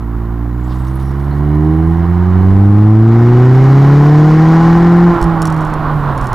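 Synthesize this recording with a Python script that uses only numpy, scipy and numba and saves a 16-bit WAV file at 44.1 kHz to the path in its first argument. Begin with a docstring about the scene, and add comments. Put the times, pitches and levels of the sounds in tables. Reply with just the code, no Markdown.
"""The exhaust of a small turbocharged four-cylinder drones through one full-throttle pull, then a coast.
Firing orders coloured by silencer and pipe make the drone and growl; each firing also rasps and puffs gas.
The wastegate roars, the turbo whistles faintly, tyres and wind give shaped noise, and a damp patch hisses.
At the tail, a loose camera mount rings when knocked and low thumps shudder.
The right microphone is hotter than the left, until a limiter on each side holds both to one ceiling."""
import sys
import numpy as np
from scipy import signal
from scipy.fft import rfft, irfft, next_fast_len
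from scipy.io import wavfile
from scipy.ndimage import uniform_filter1d
from numba import njit

SR = 44100
rng = np.random.default_rng(int(sys.argv[2]) if len(sys.argv) > 2 else 0)


def put_to_file(sound):
    """Save the sound as 16-bit audio at rate SR, in the file named by the first command-line argument."""
    columns = np.atleast_2d(sound).T  # one column per channel
    safe = np.clip(columns, -1, 1)
    whole_steps = np.round(safe * 32767)
    wavfile.write(sys.argv[1], SR, whole_steps.astype(np.int16))


N = 279594
TIME = np.arange(N) / SR  # seconds

# Engine speed. Each row: time in seconds, firing rate in Hz.
FIRING_RATE = [(0, 57.1), (.3, 56.84), (.75, 62.65), (1.2, 69.27), (1.6, 76.27), (2, 84.46), (2.4, 93.48),
               (3, 110.3), (3.6, 130.9), (4.1, 148), (4.6, 164.9), (4.85, 171), (5.06, 173.6),
               (5.26, 166.8), (5.6, 156), (5.95, 149), (6.1, 140.4), (6.34, 121.7)]
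# Driver and turbo. Each row: time in seconds, throttle 0-1, boost 0-1, wastegate opening 0-1.
ENGINE_LOAD = [(0, 0.62, 0, 0), (.2, .7, 0.2, 0.08), (1.25, 0.86, 0, 0.07), (1.5, 1, 0.04, 0.04),
               (2.25, 0.93, 0.1, 0.13), (2.6, 1, 0.71, 0), (2.95, 0.89, 0.98, 0), (3.2, 0.92, 0.95, 0.56),
               (4.2, 0.92, 1, 0.94), (4.65, 0.84, 0.59, 1), (5.1, 0.87, 0.68, 0.56), (5.2, 0.56, 0.01, 0),
               (5.8, 0.12, 0, 0.05)]
REF_HZ = 100  # firing rate at which the level laws start
# The exhaust booms as the firing rate passes this one; near the top the higher orders howl.
BOOM_HZ, BOOM_WIDTH_HZ = 78, 3.8
HOWL_HZ, HOWL_WIDTH_HZ, HOWL_DB = 165, 8, 12.5

# Noise spectra, relative because each noise is scaled to rms 1. Each row: frequency in Hz, dB per Hz.
WIND_SPECTRUM = [(15, -11), (32, 7.5), (60, 0.5), (120, -2), (250, -10.5), (500, -26), (1200, -53.5)]
TYRE_SPECTRUM = [(100, 1.5), (300, -1.5), (520, -4), (800, 0), (1080, 3.5), (1450, -3.5), (2100, -20.5),
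                 (3000, -26.5), (4100, -30.5), (5800, -47), (9000, -60.5), (15000, -63.5)]
SPRAY_SPECTRUM = [(1500, -29.5), (2800, 2), (4000, 1.5), (5600, -5.5), (7000, -7.5), (10000, -4.5),
                  (13000, -8.5), (15000, -7)]
GAS_SPECTRUM = [(40, -9), (150, -8), (380, 7), (580, -2), (780, 1), (1300, -27.5), (2200, -10.5),
                (2650, -18), (4100, -21.5), (4500, -22.5), (5000, -23.5), (7600, -33), (8800, -39),
                (15000, -40.5)]

# Air and road laws. Each row: dB at the road speed of REF_HZ, dB per doubling of speed.
WIND_LAW = (-28, 8)
TYRE_LAW = (-28, 10)
GUST_S, GUST_LENGTH_S, GUST_DB = 0.57, .15, 4  # one stronger eddy
# The tyres hit a damp patch and dry off.
DAMP_S, DAMP_DB, WETTING_DB_PER_S, DRYING_DB_PER_S = .7, -53, 130, 6.5
# Grit flung off the tread. Each row: time in seconds, level in dB, centre in Hz, width in Hz, length in seconds.
GRIT_SPITS = [(0.457, -32, 1000, 1500, .002), (0.643, -58, 6980, 4000, .006),
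              (0.719, -46.5, 4000, 3500, 0.017), (0.762, -56, 6000, 4000, 0.0055),
              (0.822, -58, 11000, 6000, 0.0053), (.884, -50, 5800, 2500, .005),
              (.885, -54, 11400, 6000, 0.0045), (.958, -44.5, 11000, 4500, 0.0034),
              (1.074, -58, 5500, 1400, 0.051), (1.22, -60, 9700, 1800, .008),
              (1.322, -52, 4200, 800, 0.012)]
# Dull thumps, the second as the throttle snaps shut.
# Each row: start in seconds, level in dB, frequency in Hz, 60 dB decay time in seconds.
TAIL_THUMPS = [(.452, -31.5, 45, .15), (5.219, -5, 51, 0.21)]

# Hard knocks of the camera mount. Each row: time in seconds, relative level in dB.
MOUNT_KNOCKS = [(5.215, -20), (5.227, -17), (5.2408, -21), (5.4196, -11.5), (5.426, -17), (5.4548, -13.5),
                (5.471, -18), (5.4761, -20), (5.7384, -23.5), (6.1784, -23), (6.2128, -24), (6.2698, -22),
                (6.3304, -19.5)]
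# Modes of the mount. Each row: frequency in Hz, 60 dB decay time in seconds, relative level in dB.
MOUNT_MODES = [(3280, 0.0044, 0.5), (4400, 0.0063, -0.5), (5470, 0.019, -2), (6360, 0.0053, 2),
               (7400, 0.016, -3), (9000, 0.0089, -0.5), (9640, 0.013, -4), (10800, 0.00375, -7),
               (13400, .003, -11)]
# Bouts of lighter chatter that die away.
# Each row: start in seconds, length in seconds, relative level in dB at the start.
CHATTER_BOUTS = [(5.497, .21, -26.5), (6.221, 0.08, -29)]
CHATTER_GAP_S, CHATTER_FADE_DB_PER_S, CHATTER_SCATTER_DB = 0.014, 55, 3
BUZZ_DB = -54  # the mount's buzz under load, relative to the first order

# The turbo spools up: whistle from rest to full speed, heard best halfway.
TURBO_REST_HZ, TURBO_FULL_HZ, SPOOL_S, SPOOL_LENGTH_S, TURBO_DB = 6700, 12500, 0.97, 0.25, -61
# Gas through the wastegate. Each row: centre in Hz, width in Hz, dB fully open, power of the opening.
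BYPASS_BANDS = [(1332, 800, -28.5, 0.94), (4404, 6000, -40, 2.8)]

# Growl, rasp and gas laws. Each row: dB at REF_HZ and full throttle, dB per octave of revs,
# dB with the throttle shut, dB at full boost, dB with the wastegate open, dB in the boom.
GROWL_LAW = (-31, .5, -12, 6.5, -5, 8)
RASP_LAW = (-31, 9.5, -10.5, -3, 9, 1.5)
GAS_LAW = (-38.5, 9.5, -9, 4.5, 7.5, -2.5)
# Cylinder imbalance. The row: dB relative to the first order, dB with the wastegate open.
LOPE_LAW = (-32, 9.5)
# Resonances of the tailpipe. Each row: frequency in Hz, width in Hz, relative level in dB.
TAILPIPE_MODES = [(756, 85, 5.5), (1035, 83, 3), (1515, 200, -10), (1654, 110, -7), (1872, 150, -8.5),
                  (2230, 210, -17.5), (2940, 110, -23), (4020, 130, -31.5), (5070, 170, -37),
                  (7300, 1300, -48)]
# Response of the exhaust pipe. Each row: frequency in Hz, gain in dB.
PIPE_RESPONSE = [(30, -16), (105, -4.5), (175, 5), (240, -2), (330, 5), (390, -5.5), (460, -9), (600, -19),
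                 (740, -9), (830, 1), (910, -14.5), (1020, -2), (1600, -2)]
# Standing waves of the silencer, met by the four lowest orders. Each row: frequency in Hz, gain in dB.
SILENCER_RESPONSE = [(70, -13), (100, -5), (125, -4), (155, -1.6), (195, -0.15), (230, 2.5), (262, -4.5),
                     (315, 4), (365, 5), (420, -4), (470, -0.5), (570, -11), (700, -10)]
# Firing orders 1 to 4, ahead of the silencer. Each row: dB at full throttle,
# dB with the throttle shut, dB at full boost, dB in the boom.
LOW_ORDER_LAWS = [(-10.6, -7, 5.2, .5), (-12.6, -23, 1.4, 2.5), (-27.5, -17, 11.8, 1), (-29.8, -11, 4, 11)]
# The hum wavers around and after the lift-off; the end values hold outside.
# Each row: time in seconds, dB added to the first order.
HUM_WAVER = [(5.09, 6.5), (5.19, -15), (5.26, 5), (5.37, 0), (5.6, 4), (5.68, -2.5), (5.82, -1), (5.95, 5),
             (6.34, -2)]

RIGHT_DB = 4.1  # right over left, ahead of the limiters
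WHINE_HZ, WHINE_DB = 13150, -62.5  # the camera's electronics
TOP_HZ = 15200  # upper band edge


def undb(db):
    """Amplitude ratio: 20 dB is a factor of ten."""
    return 10 ** (np.asarray(db) / 20)


def curves(table):
    """Linear interpolation in time of each column of a table."""
    s, *columns = np.transpose(table)
    return [np.interp(TIME, s, c) for c in columns]


def law(row, *controls):
    """Additive decibel law: a base level plus so many dB per unit of each control."""
    return row[0] + sum(db * control for db, control in zip(row[1:], controls))


def bell(x, centre, width):
    """Gaussian bump of height 1; the width is its standard deviation."""
    return np.exp(-.5 * ((x - centre) / width) ** 2)


def response(points, hz):
    """Frequency response: gain interpolated in dB over log frequency."""
    f, db = np.transpose(points)
    return undb(np.interp(np.log(np.maximum(hz, 1)), np.log(f), db))


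def noise(points):
    """Spectral shaping of white noise, scaled to rms 1."""
    size = next_fast_len(N)
    hz = np.arange(size // 2 + 1) * SR / size
    spectrum = rfft(rng.standard_normal(size)) * response(points, hz)
    x = irfft(spectrum, size)[:N]
    return x / x.std()


def spread(points, side_db):
    """Partial coherence: noise common to two close ports plus a small part in opposite sign."""
    return noise(points) + undb(side_db) * noise(points) * np.array([[1], [-1]])


def walk(rate):
    """Slow random modulation: values held 1 / rate s, smoothed twice; standard deviation 1."""
    k = max(int(SR / rate), 1)
    steps = np.repeat(rng.standard_normal(N // k + 1), k)
    x = uniform_filter1d(uniform_filter1d(steps, k), k)[:N]
    return x / x.std()


def narrow_band(hz, width):
    """Quadrature modulation: two random envelopes make noise about a fixed or moving centre."""
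    phase = 2 * np.pi * np.cumsum(hz * np.ones(N)) / SR
    return walk(width) * np.cos(phase) + walk(width) * np.sin(phase)


def wind():
    """Turbulence: eddies behind the car buffet the microphones."""
    gusts = spread(WIND_SPECTRUM, side_db=-18)
    return gusts * undb(2 * walk(14))


def tyres():
    """Contact noise: tread roar flutters with the road surface."""
    return spread(TYRE_SPECTRUM, side_db=-46.5) * undb(1.0 * walk(35))


def spray(spurt_db=3):
    """Droplet noise: fine mist leaves the tread in quick spurts, with brief bands of grit."""
    wetting_db = (DAMP_S - TIME) * WETTING_DB_PER_S
    drying_db = (TIME - DAMP_S) * DRYING_DB_PER_S
    wet_db = DAMP_DB - np.maximum(wetting_db, drying_db)
    mist = spread(SPRAY_SPECTRUM, side_db=-23) * undb(wet_db + spurt_db * walk(160))
    grit = sum(undb(db) * bell(TIME, s, length) * narrow_band(hz, width)
               for s, db, hz, width, length in GRIT_SPITS)
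    return mist + grit


def thumps():
    """Damped oscillation: low, quickly decaying shudders of the tail."""
    out = 0
    for s, db, hz, t60 in TAIL_THUMPS:
        t = np.maximum(TIME - s, 0)
        out = out + undb(db - 60 * t / t60) * np.sin(2 * np.pi * hz * t)
    return out


def chatter(count=24):
    """Decaying impact train: light ticks at uneven gaps fade through each bout, as (s, dB)."""
    ticks = []
    for start, length, db in CHATTER_BOUTS:
        ages = CHATTER_GAP_S * (np.arange(count) + rng.random(count))
        levels = db - CHATTER_FADE_DB_PER_S * ages + CHATTER_SCATTER_DB * rng.standard_normal(count)
        ticks += [(start + age, level) for age, level in zip(ages, levels) if age < length]
    return ticks


def mount_ring(t):
    """Modal ringing: damped sines, each slightly off its nominal pitch."""
    ring = 0
    for f, t60, db in MOUNT_MODES:
        cycles = f * (1 + 0.025 * rng.standard_normal()) * t + rng.random()
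        ring = ring + undb(db - 60 * t / t60) * np.sin(2 * np.pi * cycles)
    return ring


def rattle(level_db=-11, bounce_s=0.0042, bounce_db=-9, crack_db=-5, crack_s=0.0011):
    """Impact excitation: the loose mount cracks and rings, and each tick bounces twice."""
    out, t = np.zeros(N + SR), np.arange(SR // 40) / SR
    for s, db in list(MOUNT_KNOCKS) + chatter():
        for bounce in range(3):  # the tick and its two bounces
            ring = mount_ring(t)
            crack = undb(crack_db) * np.exp(-t / crack_s) * np.gradient(rng.standard_normal(len(t)))
            start = int(s * SR)
            out[start:start + len(t)] += undb(db + level_db + bounce * bounce_db) * (ring + crack)
            s += bounce_s * (.5 + rng.random())
    return out[:N]


def buzz(phase, sharpness=9, scatter_db=3):
    """Forced vibration: the drone shakes the mount into a faint, uneven tick once per firing."""
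    tick = np.exp(sharpness * (np.cos(phase) - 1))
    return spread(SPRAY_SPECTRUM, side_db=-15) * tick * undb(scatter_db * walk(100))


def turbo(width_hz=1600, flutter_db=3):
    """Rotor tone: a faint, ragged whistle climbs with the spooling turbine."""
    spool = (1 + np.tanh((TIME - SPOOL_S) / (1.3 * SPOOL_LENGTH_S))) / 2
    hz = TURBO_REST_HZ + (TURBO_FULL_HZ - TURBO_REST_HZ) * spool
    level = undb(TURBO_DB + flutter_db * walk(90)) * bell(TIME, SPOOL_S, SPOOL_LENGTH_S)
    return level * narrow_band(hz, width_hz)


def bypass(wastegate):
    """Flow noise: a roar and a bright hiss grow as the wastegate opens."""
    return sum(undb(db) * wastegate ** power * narrow_band(hz, width)
               for hz, width, db, power in BYPASS_BANDS)


def gas(phase):
    """Modulated turbulence: gas leaves the tailpipe in one uneven puff per firing."""
    puff = np.exp(.45 * np.cos(phase)) * undb(1.2 * walk(220))
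    return spread(GAS_SPECTRUM, side_db=-22.5) * puff / np.sqrt(np.mean(puff ** 2))


def tailpipe(x):
    """Resonance: a sum of complex modes of alternating sign filters the input; rms 1."""
    size = next_fast_len(N)
    hz = np.arange(size // 2 + 1) * SR / size + 1
    modes = 0
    for k, (f, width, db) in enumerate(TAILPIPE_MODES):
        peak = undb(db) / (1 + 2j * (hz - f) / width)
        modes = modes + peak * (2 * f / (hz + f)) ** 2 * (-1) ** k
    low_cut = hz ** 2 / (hz ** 2 + 700 ** 2)
    y = irfft(rfft(x, size) * modes * low_cut, size)[:N]
    return y / y.std()


def rasp(phase, revs, sharpness=0.52, scatter_db=-0.2,
         front_db=-6, front_db_per_octave=-6, front_sharpness=70):
    """Pulsed excitation: a pressure front and a burst of gas at each firing ring the tailpipe."""
    size = undb(scatter_db * walk(100))
    burst = np.exp(sharpness * np.cos(phase)) * rng.standard_normal(N)
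    front = np.exp(front_sharpness * (np.cos(phase + .1 * walk(150)) - 1))
    front_gain = undb(front_db + front_db_per_octave * revs)
    return tailpipe(burst * size) + front_gain * tailpipe(front * size)


def lope(phase, hz, waver_db=2, rise_db_per_order=0.26):
    """Subharmonics: four unequal cylinders add lines at quarter orders."""
    out = 0
    for k in np.arange(2, 20) / 4:
        if k % 1:  # whole orders belong to the drone
            lag = 2 * np.pi * rng.random() + 0.68 * walk(20)
            gain = undb(rise_db_per_order * k + waver_db * walk(13)) * response(PIPE_RESPONSE, k * hz)
            out = out + gain * np.cos(k * phase + lag)
    return np.sqrt(2) * out


def growl(phase, hz, db_per_order=-2.5, waver_db=2):
    """Harmonics through resonances: firing orders 5 to 10 swell as they pass the pipe's peaks."""
    out = 0
    for k in range(5, 11):
        gain = undb(db_per_order * (k - 5) + waver_db * walk(13)) * response(PIPE_RESPONSE, k * hz)
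        out = out + gain * np.cos(k * phase)
    return np.sqrt(2) * out


def drone(phase, hz, orders_db, shake=0.069):
    """Fourier synthesis: four firing orders, double-humped pulses leaning into a sawtooth with revs."""
    lean = np.interp(hz, [76, 92], [0, 1])
    tone = 0
    for k, db in enumerate(orders_db, 1):
        lead = np.pi / 2 * (lean if k < 3 else 1)
        tone = tone + undb(db) * np.cos(k * phase + lead)
    return np.sqrt(2) * tone * (1 + shake * walk(130))


def scene():
    """Superposition: exhaust, road, wind and mount at the two ports, following revs and load."""
    hz, = curves(FIRING_RATE)
    throttle, boost, wastegate = np.clip(curves(ENGINE_LOAD), 0, 1)
    boom = bell(hz, BOOM_HZ, BOOM_WIDTH_HZ)
    revs = np.log2(hz / REF_HZ)  # octaves
    speed = np.maximum.accumulate(revs)  # the car rolls on when the revs drop
    engine = (revs, 1 - throttle, boost, wastegate, boom)
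    phase = np.pi + 2 * np.pi * np.cumsum(hz) / SR + 0.0034 * walk(90)

    air_db = law(WIND_LAW, speed) + GUST_DB * bell(TIME, GUST_S, GUST_LENGTH_S)
    air = undb(air_db) * wind()
    road = undb(law(TYRE_LAW, speed)) * tyres() + spray()

    orders_db = []
    for k, row in enumerate(LOW_ORDER_LAWS, 1):
        silencer_db = 20 * np.log10(response(SILENCER_RESPONSE, k * hz))
        orders_db.append(law(row, 1 - throttle, boost, boom) + silencer_db)
    orders_db[0] = orders_db[0] + curves(HUM_WAVER)[0]
    hum_db = orders_db[0]
    growl_db = law(GROWL_LAW, *engine) + HOWL_DB * throttle * bell(hz, HOWL_HZ, HOWL_WIDTH_HZ)

    exhaust = drone(phase, hz, orders_db) + undb(growl_db) * growl(phase, hz)
    exhaust = exhaust + undb(law(RASP_LAW, *engine)) * rasp(phase, revs)
    exhaust = exhaust + undb(law(GAS_LAW, *engine)) * gas(phase)
    # the cylinders differ most with the wastegate open
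    exhaust = exhaust + undb(hum_db + law(LOPE_LAW, wastegate)) * lope(phase, hz)

    mount_buzz = throttle * undb(hum_db + BUZZ_DB) * buzz(phase)
    car = exhaust + bypass(wastegate) + road + air + thumps() + turbo() + mount_buzz
    # the rattle travels through the housing to both ports alike
    return car * undb(RIGHT_DB * np.array([[-.5], [.5]])) + rattle()


@njit
def follow_peaks(x, release):
    """Peak detection: the envelope jumps up at once and sinks exponentially."""
    out, e = np.empty(len(x)), 0.
    for i in range(len(x)):
        e = max(abs(x[i]), e * (1 - release))
        out[i] = e
    return out


def record(dry, ceiling=0.95, release_s=0.036, hiss_db=-59):
    """Limiting: each channel is held down and clipped; hiss and a thin whine join, then a low-pass."""
    peaks = np.array([follow_peaks(x, 1 / (release_s * SR)) for x in dry])
    gain = uniform_filter1d(np.minimum(1, ceiling / (peaks + 1e-9)), size=31)
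    whine = np.sqrt(2) * undb(WHINE_DB) * np.sin(2 * np.pi * WHINE_HZ * TIME)
    hiss = undb(hiss_db) * rng.standard_normal(dry.shape)
    out = np.clip(dry * gain, -1, 1) + whine + hiss
    low_pass = signal.ellip(8, .2, 70, TOP_HZ, fs=SR, output="sos")
    return signal.sosfilt(low_pass, out)


dry = scene()
out = record(dry)
put_to_file(out)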